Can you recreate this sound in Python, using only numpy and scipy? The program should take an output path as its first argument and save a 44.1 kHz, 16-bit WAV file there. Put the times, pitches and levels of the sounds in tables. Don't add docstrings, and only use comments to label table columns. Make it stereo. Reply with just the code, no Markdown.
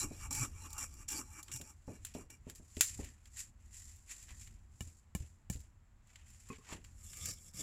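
import sys
import numpy as np
from scipy import signal
from scipy.fft import rfft, irfft
from scipy.io import wavfile
from scipy.ndimage import uniform_filter1d

SR = 44100
rng = np.random.default_rng(int(sys.argv[2]) if len(sys.argv) > 2 else 0)


def to_wav(s):
    ch = np.atleast_2d(s).T
    pcm = np.round(np.clip(ch, -1, 1) * 32767)
    wavfile.write(sys.argv[1], SR, pcm.astype(np.int16))


N = 336042

# t/s, length/s, end level/dB, swell/dB, low ring and shake/dB, high ring and grit/dB
PULLS = [(0.0, 0.04, -35.5, -4.5, 3.5, 0.5), (.309, .13, -34.5, 0.5, 3, 0), (.782, 0.057, -38, 0, -2, 0.5),
         (1.083, .11, -36, 2.5, -0.5, 0), (1.516, 0.048, -37.5, 4.5, -8, -2.5),
         (1.87, 0.087, -56.5, 5.5, 0, 6), (2.14, 0.077, -55.5, -3.5, 0, 7), (2.30, 0.043, -57, -1, 2, 4.5)]
PUSHES = [(.09, 0.17, -45, 12.5, -0.5, 2), (.51, 0.16, -48, 13, 1.5, 3.5), (.70, 0.087, -48, 8, 2, 2.5),
          (.89, 0.14, -53, 7.5, -4.5, 2), (1.25, .15, -47.5, 13, 1, 1), (1.44, 0.066, -57.5, 5, 1.5, 2.5),
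          (1.6, .11, -52.5, 5.5, -4, -0.5)]
# t/s, length/s, end level/dB, swell/dB, ring/dB, shake/dB, rise/s, fall/s
RESTARTS = [(6.939, 0.082, -56, 14, -8, -18, .04, 0.025),
            (7.032, 0.11, -51.5, -2.5, -12.5, -29, .015, 0.18),
            (7.12, 0.18, -36, 16.5, -8, -12.5, 0.082, 0.072),
            (7.355, 0.13, -52, 4.5, -10.5, -14, 0.03, 0.06), (7.545, 0.067, -37, 14, -8, -9, 0.025, .05)]
# f/Hz, nominal width/Hz, level/dB
RING_LOW = [(874, 50, -1), (1174, 173, -3)]
RING_HIGH = [(1706, 340, -10.5), (2327, 57, 2.5), (2446, 79, -4), (2785, 45, -1.5)]
GRIT = [(3330, 660, -5), (4060, 200, -3), (4680, 350, 0)]
WHINE = [(5676, 250, 0)]
FRAME_SHAKE = [(119.3, 11, 5), (291, 70, 0.5), (453, 153, -17)]
STUMP_RING = [(1220, 66, -1.5), (1780, 160, -5.5), (2240, 170, 1.5), (2780, 180, 0), (3480, 270, -3),
              (4170, 310, -6), (4830, 250, -4), (5390, 470, 3)]
STUMP_SHAKE = [(82, 23, 5.5), (132.4, 48, 0), (300, 96, -11), (455, 91, -11)]
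# low ring/dB, high ring/dB, grit/dB, whine/dB, shake/dB
PULL_SHARES_DB, PUSH_SHARES_DB = (-12.5, -12, -20, -12.5, -10), (-6, -9, -20.5, -12.5, -11)
WOOD_SWELL_DB = (9, 4.5, -3.5, -2.5, 15.5)
# t/s, level/dB, body re treble/dB
CRACKS = [(0.3104, -50, -34), (0.328, -32, -23), (0.35, -31.5, -18.5), (0.7045, -46, -40),
          (0.7298, -37.5, -30), (0.78, -41, -25), (0.94, -52.5, -25), (1.0875, -34.5, -21),
          (1.1197, -34, -37), (1.429, -40, -30), (1.482, -57, 4.5), (1.517, -49.5, -0.5),
          (1.5617, -39, -21), (1.6134, -41, -10.5), (2.0494, -35.5, -12.5), (2.0677, -48, -7),
          (2.148, -51, -5), (2.303, -46.5, -14), (2.4978, -42, -9), (2.5573, -46.5, -34.5),
          (2.768, -48.5, 1), (3.0465, -46, -16), (3.256, -59.5, 0), (3.9609, -55, -37), (4.2905, -62.5, 6),
          (4.4738, -55, -1), (5.559, -52, -11), (5.6038, -53.5, -18), (6.0723, -63.5, -14.5),
          (6.1575, -63.5, 10), (6.303, -56, -11), (6.488, -53, -17), (6.8467, -56.5, -0.5), (7.133, -53, 2),
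          (7.1694, -43, -25), (7.2567, -29.5, -20), (7.3095, -39, -14.5), (7.335, -45, -28),
          (7.51, -61, -25), (7.537, -52.5, -14), (7.569, -45.5, -23)]
# t/s, level/dB, body re treble/dB, tail t60/s, tail/dB
SNAP = [(2.809, -13, -13, 0.098, 1)]
# t/s, level/dB, contact/ms, rattle re knock/dB
KNOCKS = [(0.108, -39, 2.9, -9.5), (1.599, -45, 2, -7), (1.878, -35, 1.4, -7), (2.151, -33.5, 0.98, -9),
          (2.299, -58, 1.2, -5.5), (2.468, -39, 1.76, -13), (2.598, -49.5, 3.1, -12.5),
          (2.77, -33, 1.7, -20), (2.991, -38.5, 2.4, -6.5), (6.725, -40, 1.26, -8.5)]
# t/s, ring/dB, contact/ms, tick/dB, thump/dB, sway 1/dB, sway 2/dB, sway gap/s
TAPS = [(4.807, -31, 0.089, -40.5, -40, -38.5, -48.5, .06),
        (5.15, -28.5, 0.16, -36.5, -30.5, -38, -38, .051), (5.4996, -33, 0.13, -34.5, -31.5, -37, -41, .05)]
# t/s, level/dB, contact/ms
DROPS = [(6.502, -31, 0.36), (6.52, -36.5, 0.89), (6.585, -47.5, 0.76), (6.61, -54, 0.6)]
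# f/Hz, level/dB, t60/s
POST_MODES = [(88, -6.5, 0.28), (194, -5, 0.0069), (260, 1, 0.075), (347, -5.5, 0.055), (414.5, -1.5, 0.13),
              (621, 4, .04), (900, -6, .07), (1000, -10.5, .08), (1900, -10.5, .04), (2560, -13.5, .04)]
SWAY_MODES = [(62, 0.5, 0.2), (80.5, -4, 0.32), (120, -3.5, 0.14), (248, -12, 0.089)]
FRAME_MODES = [(120, -8.5, 0.012), (183.5, 13, 0.044), (296.6, -7, 0.063), (450, -27, 0.11),
               (834, -25, .05)]
PIECE_MODES = [(546, -8, 0.049), (848, -2, 0.035), (1060, -3.5, 0.044), (1324, -3.5, 0.038),
               (1750, 2.5, 0.04), (2340, 4, 0.021), (2910, 4, 0.025), (3544, -4, 0.054), (4740, -10, 0.023)]
POLE_MODES = [(267, -3, 0.097), (440, 0, 0.1), (474, -9.5, 0.07), (1060, 9, 0.067), (2070, -10, .05),
              (2530, 3, 0.029)]
# t/s, rise/s, hold/s, fall/s, level/dB, coarse re
# fine/dB
RUBS = [(1.777, 10, 0.11, -0.9, -69, -12.5), (2.062, 0.1, 0.0015, 0.18, -51.5, -10.5),
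        (2.516, 0.13, .002, 0.07, -54, -9.5), (2.551, .005, 0.0017, 0.09, -46.5, -17),
        (2.775, 0.01, 0.041, 0, -45, -12), (2.826, 0, .01, 0.0854, -25.5, -28),
        (2.875, 0.3, 0.026, 0.23, -41, -14.5), (3.012, 0.3, 0.061, .15, -52, -8),
        (3.276, 0.12, .002, 0.05, -57, -6), (3.391, 0.09, 0.015, 0.1, -37.5, -15),
        (3.644, 0.2, .03, 2.1, -65.5, -10.5), (3.73, 0.03, .1, 0.4, -49.5, -16),
        (3.893, -2.15, 0.078, 0.9, -62, -20), (4.104, 0.05, .02, 0.11, -41, -11.5),
        (4.22, 0.17, .002, 0.17, -48.5, -11.5), (4.283, -0.03, 0.023, 0.13, -54, -4.5),
        (4.344, -1.5, 0.018, 0.4, -58.5, -10), (4.413, 0.1, 0.011, 0.175, -48.5, -14),
        (4.518, -5, .002, .5, -84, -11), (4.826, 0.2, 0.06, 0.2, -55.5, -13),
        (4.969, -1.2, 0.0017, .08, -57, -27), (5.168, -0.11, 0.059, 0.24, -56, -13),
        (5.526, .01, .002, 0.12, -47, -17), (5.578, 0.1, .06, 0.12, -61, -16),
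        (6.084, 0.1, 0.1, 0.6, -65.5, -3), (6.293, .12, 0.11, 1.4, -58, -12.5),
        (6.495, 0.08, 0.078, -0.14, -58.5, -1.5), (6.719, 0.11, 0.011, 0.09, -44.5, 0),
        (6.842, -0.04, .002, 0.16, -55.5, -6)]
# t/s, level/dB
RUMBLE_LEVEL = [(0.0, -48.5), (0.55, -54), (1.91, -63), (2.01, -61.5), (2.76, -62), (2.99, -50),
                (3.16, -61.5), (4.2, -59), (4.31, -55.5), (5.03, -64.5), (5.62, -60.5), (6.13, -62),
                (6.6, -58), (7.62, -60)]
HUM_LEVEL = [(0.0, -51), (0.42, -53.5), (1.87, -67), (2.59, -83), (2.97, -64), (3.12, -78), (3.35, -76.5),
             (3.56, -67), (3.95, -77.5), (4.05, -67.5), (5.6, -68.5), (6.09, -79), (7.11, -62), (7.62, -74)]
# f/Hz, level/dB
RUMBLE_TONE = [(11, -47), (18, 1), (76, 2), (120, -6), (151, -18.5), (193, -19), (226, -14.5), (254, -24),
               (334, -26), (400, -34.5), (520, -62.5), (880, -120)]
AIR_TONE = [(150, 0.5), (400, -12.5), (1000, -7.5), (2000, -11.5), (3500, -21.5), (6000, -25.5),
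            (10000, -24), (16000, -29.5)]
# f/Hz, gain/dB
LEFT_PORT = [(300, 2), (3000, 0), (5000, 1.5), (6300, 4.5), (7400, 15.5), (7900, 8.5), (8500, -6),
             (10000, -7.5), (11600, -3), (12400, -21), (13000, -5.5), (14900, -11), (16500, -23)]
RIGHT_PORT = [(300, 2.5), (700, -11), (2400, -10), (3200, -8.5), (5300, -7.5), (6600, -18.5), (7900, -3),
              (9400, -0.5), (11000, -12), (12400, -23.5), (13300, -19), (14900, -30), (16500, -31.5)]


def saw():
    post_power, stump_power = np.zeros((6, N)), np.zeros((3, N))
    for strokes, rise_s, fall_s, shares_db in ((PULLS, .005, .071, PULL_SHARES_DB),
                                               (PUSHES, .073, .048, PUSH_SHARES_DB)):
        for s, length_s, db, swell_db, low_db, high_db in strokes:
            layers_db = db + np.r_[0, np.add(shares_db, [low_db, high_db, high_db, 0, low_db])]
            swells_db = swell_db + np.r_[0, WOOD_SWELL_DB]
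            add_gesture(post_power, s, rise_s, length_s, fall_s, layers_db, swells_db)
    for s, length_s, db, swell_db, ring_db, shake_db, rise_s, fall_s in RESTARTS:
        layers_db = db + np.array([0, shake_db, ring_db])
        add_gesture(stump_power, s, rise_s, length_s, fall_s, layers_db, np.full(3, swell_db))
    teeth = grain(per_s=430, spread_db=0.5, tail_ms=1.7, bed=0.9)
    rasp_tone = [(500, -35), (1600, -27), (4500, -32), (6500, -4), (10000, 1.5), (14900, 0.5),
                 (15600, -16)]
    rasp = teeth * colour(noise(0.06), rasp_tone)
    low = resonate(teeth * noise(0.36), RING_LOW, wander_db=5)
    high = resonate(teeth * noise(0.35), RING_HIGH, wander_db=4)
    grit = resonate(teeth * noise(0.13), GRIT, wander_db=5.5)
    whine = resonate(teeth * noise(0.52), WHINE, wander_db=-1)
    shake = resonate(teeth * noise(0.81), FRAME_SHAKE, wander_db=7)
    stump_shake = resonate(teeth * noise(0.95), STUMP_SHAKE, wander_db=3.5)
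    stump_ring = resonate(teeth * noise(0.35), STUMP_RING, wander_db=4.5)
    power = [post_power[0] + stump_power[0], *post_power[1:], *stump_power[1:]]
    return mix(power, (rasp, low, high, grit, whine, shake, stump_shake, stump_ring))


def cracks(tail_t60_s=0.088, tail_db=-10.5):
    treble_env, body_env = np.zeros(N), np.zeros(N)
    for s, db, body_db, t60_s, late_db in [(*row, tail_t60_s, tail_db) for row in CRACKS] + SNAP:
        burst = undb(db) * (decay(0.024) + undb(late_db) * decay(t60_s))
        add(treble_env, s, burst)
        add(body_env, s, burst * undb(body_db))
    for s, _, _, tick_db, *_ in TAPS:
        add(treble_env, s, undb(tick_db) * (decay(0.011) + undb(-4) * decay(0.11)))
    treble_tone = [(1000, -37), (3000, -10), (5000, -4.5), (10000, 1), (13000, 5.5), (16000, 5.5)]
    body_tone = [(700, -24.5), (1500, -3.5), (2600, -1.5), (4000, -4.5), (6000, -14)]
    treble = colour(noise(0.81), treble_tone)
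    body = undb(4) * unit(colour(noise(0.51), body_tone))
    return treble_env * treble + body_env * body


def post_knocks(sway_delay_s=0.0026, sway_contact_ms=3.1, sway_rattle_db=-23):
    sways = [(s + sway_delay_s + late_s, db, sway_contact_ms, sway_rattle_db)
             for s, *_, first_db, second_db, gap_s in TAPS
             for late_s, db in ((0, first_db), (gap_s, second_db))]
    rattle_env = np.zeros(N)
    for s, db, _, rattle_db in KNOCKS + sways:
        add(rattle_env, s, undb(db + rattle_db) * decay(0.24))
    low_noise = unit(band(band(noise(1), 210, 400), 180, 720))
    rattle = band(rattle_env * low_noise, 300, 900)
    ring = strike(KNOCKS, POST_MODES, scatter_db=2.2) + strike(sways, SWAY_MODES, scatter_db=4.4)
    return rattle - ring


def blade_taps(thump_contact_ms=1.8):
    thumps = [(s, thump_db, thump_contact_ms) for s, _, _, _, thump_db, *_ in TAPS]
    frame = strike(thumps, FRAME_MODES, scatter_db=2.7)
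    return frame + chatter(strike(TAPS, PIECE_MODES, scatter_db=2.8), t60_s=0.036)


def piece_drop():
    return chatter(strike(DROPS, POLE_MODES, scatter_db=3.1), t60_s=0.055)


def rustle():
    power = np.zeros((3, N))
    for s, rise_s, hold_s, fall_s, db, coarse_db in RUBS:
        hollow_db = -4.5 + 1.9 * coarse_db
        add_gesture(power, s, rise_s, hold_s, fall_s, db + np.r_[0, coarse_db, hollow_db], np.zeros(3))
    grains = grain(per_s=770, spread_db=4.5, tail_ms=4.4, bed=0.31)
    fine_tone = [(1000, -39), (3000, -15), (5000, -4.5), (10000, -2), (14900, -4), (15600, -19.5)]
    fine = grains * colour(noise(0.36), fine_tone)
    coarse_modes = [(1980, 220, 0), (2478, 710, 5), (3600, 2300, -7.5)]
    coarse = resonate(grains * noise(0.058), coarse_modes, wander_db=3.5)
    hollow = resonate(grains * noise(0.22), [(654, 1300, -3.5), (1025, 420, 0)], wander_db=1.5)
    return mix(power, (fine, coarse, hollow))


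def far_rumble(wander_db=2):
    hum = level_curve(HUM_LEVEL) * unit(band(rng.standard_normal(N), hz=80.8, width_hz=3.5))
    rumble_env = level_curve(RUMBLE_LEVEL) * undb(wander_db * walk(11))
    return hum + rumble_env * unit(colour(noise(.99), RUMBLE_TONE))


def open_air():
    return undb(-73) * unit(colour(noise(0.058), AIR_TONE))


def undb(db):
    return np.exp(np.asarray(db) * np.log(10) / 20)


def unit(x):
    return x / np.sqrt(np.mean(x ** 2))


def level_curve(points):
    return undb(np.interp(np.arange(N) / SR, *np.transpose(points)))


def colour(x, points):
    hz, db = np.transpose(points)
    gain_db = np.interp(np.log(np.linspace(1, SR / 2, 4097)), np.log(hz), db)
    cepstrum = irfft(gain_db * np.log(10) / 20)
    cepstrum[1:4096] *= 2
    cepstrum[4097:] = 0
    impulse = irfft(np.exp(rfft(cepstrum)))[None, :4096]
    return signal.fftconvolve(x, impulse, axes=1)[:, :N]


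def band(x, hz, width_hz):
    return signal.lfilter(*signal.iirpeak(hz, hz / width_hz, SR), x)


def noise(shared):
    return np.sqrt(shared) * rng.standard_normal(N) + np.sqrt(1 - shared) * rng.standard_normal((2, N))


def walk(rate_hz):
    hold = int(SR / rate_hz)
    return uniform_filter1d(np.repeat(rng.standard_normal(N // hold + 1), hold), hold)[:N]


def grain(per_s, spread_db, tail_ms, bed):
    slips = (rng.random(N) < per_s / SR) * undb(spread_db * np.minimum(rng.exponential(size=N), 4))
    power = signal.lfilter([1], [1, -np.exp(-1000 / (tail_ms * SR))], slips ** 2)
    return unit(np.sqrt(bed + power / power.mean()))


def resonate(drive, modes, wander_db):
    return unit(sum(undb(db + wander_db * walk(25)) * band(band(drive, hz, 2 * width), hz, 2 * width)
                    for hz, width, db in modes))


def decay(t60_s):
    return np.exp(-np.log(1000) * np.arange(int(.3 * SR)) / SR / t60_s)


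def strike(events, modes, scatter_db):
    out = np.zeros(N)
    t = np.arange(len(decay(1))) / SR
    for s, peak_db, contact_ms, *_ in events:
        offsets_db = scatter_db * rng.standard_normal(len(modes))
        ring = sum(-undb(db + offset_db) * decay(t60_s) * np.sin(2 * np.pi * hz * t)
                   for offset_db, (hz, db, t60_s) in zip(offsets_db, modes))
        push = np.sin(np.pi * np.clip(t[:441] * 1000 / contact_ms, 0, 1))
        blow = np.convolve(ring, push)[:len(t)]
        add(out, s, undb(peak_db) * blow / np.abs(blow).max())
    return out


def chatter(x, t60_s):
    jolts = rng.standard_normal(882) ** 3 * decay(t60_s)[:882]
    jolts /= np.sqrt(np.sum(jolts ** 2))
    return undb(-2) * x + undb(-4) * signal.fftconvolve(x, jolts)[:N]


def add(out, s, sound):
    start = int(s * SR)
    sound, start = sound[..., max(-start, 0):], max(start, 0)
    out[..., start:start + sound.shape[-1]] += sound[..., :N - start]


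def add_gesture(power, s, rise_s, hold_s, fall_s, db, swell_db):
    rise_s, hold_s, fall_s = np.maximum([rise_s, hold_s, fall_s], .001)
    t = np.arange(int((2 * rise_s + hold_s + 2 * fall_s) * SR)) / SR - 2 * rise_s
    edges_db = 30 * (np.minimum(t / rise_s, 0) - np.maximum((t - hold_s) / fall_s, 0))
    held_db = np.c_[db] - np.c_[swell_db] * np.clip(1 - t / hold_s, 0, 1)
    add(power, s - 2 * rise_s, undb(2 * (edges_db + held_db)))


def mix(powers, layers):
    return sum(np.sqrt(power) * layer for power, layer in zip(powers, layers))


def scene():
    work = saw() + rustle() + cracks() + post_knocks() + blade_taps() + piece_drop()
    rumble, air = far_rumble(), open_air()
    left = colour(work[:1] + air[:1], LEFT_PORT)
    right = colour(work[1:], RIGHT_PORT) + undb(-2.5) * air[1:]
    return np.vstack([left, right]) + rumble


def record(dry):
    knee_db, slope, smooth_ms, top_hz = -30, .3, 10, 16450
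    pole = np.exp(-1000 / (smooth_ms * SR))
    power = signal.lfilter([1 - pole], [1, -pole], np.mean(dry ** 2, axis=0))
    gain = (1 + (power / undb(2 * knee_db)) ** 2) ** (-slope / 2)
    return signal.sosfilt(signal.ellip(8, .2, 70, top_hz, fs=SR, output="sos"), gain * dry)


dry = scene()
out = record(dry)
to_wav(out)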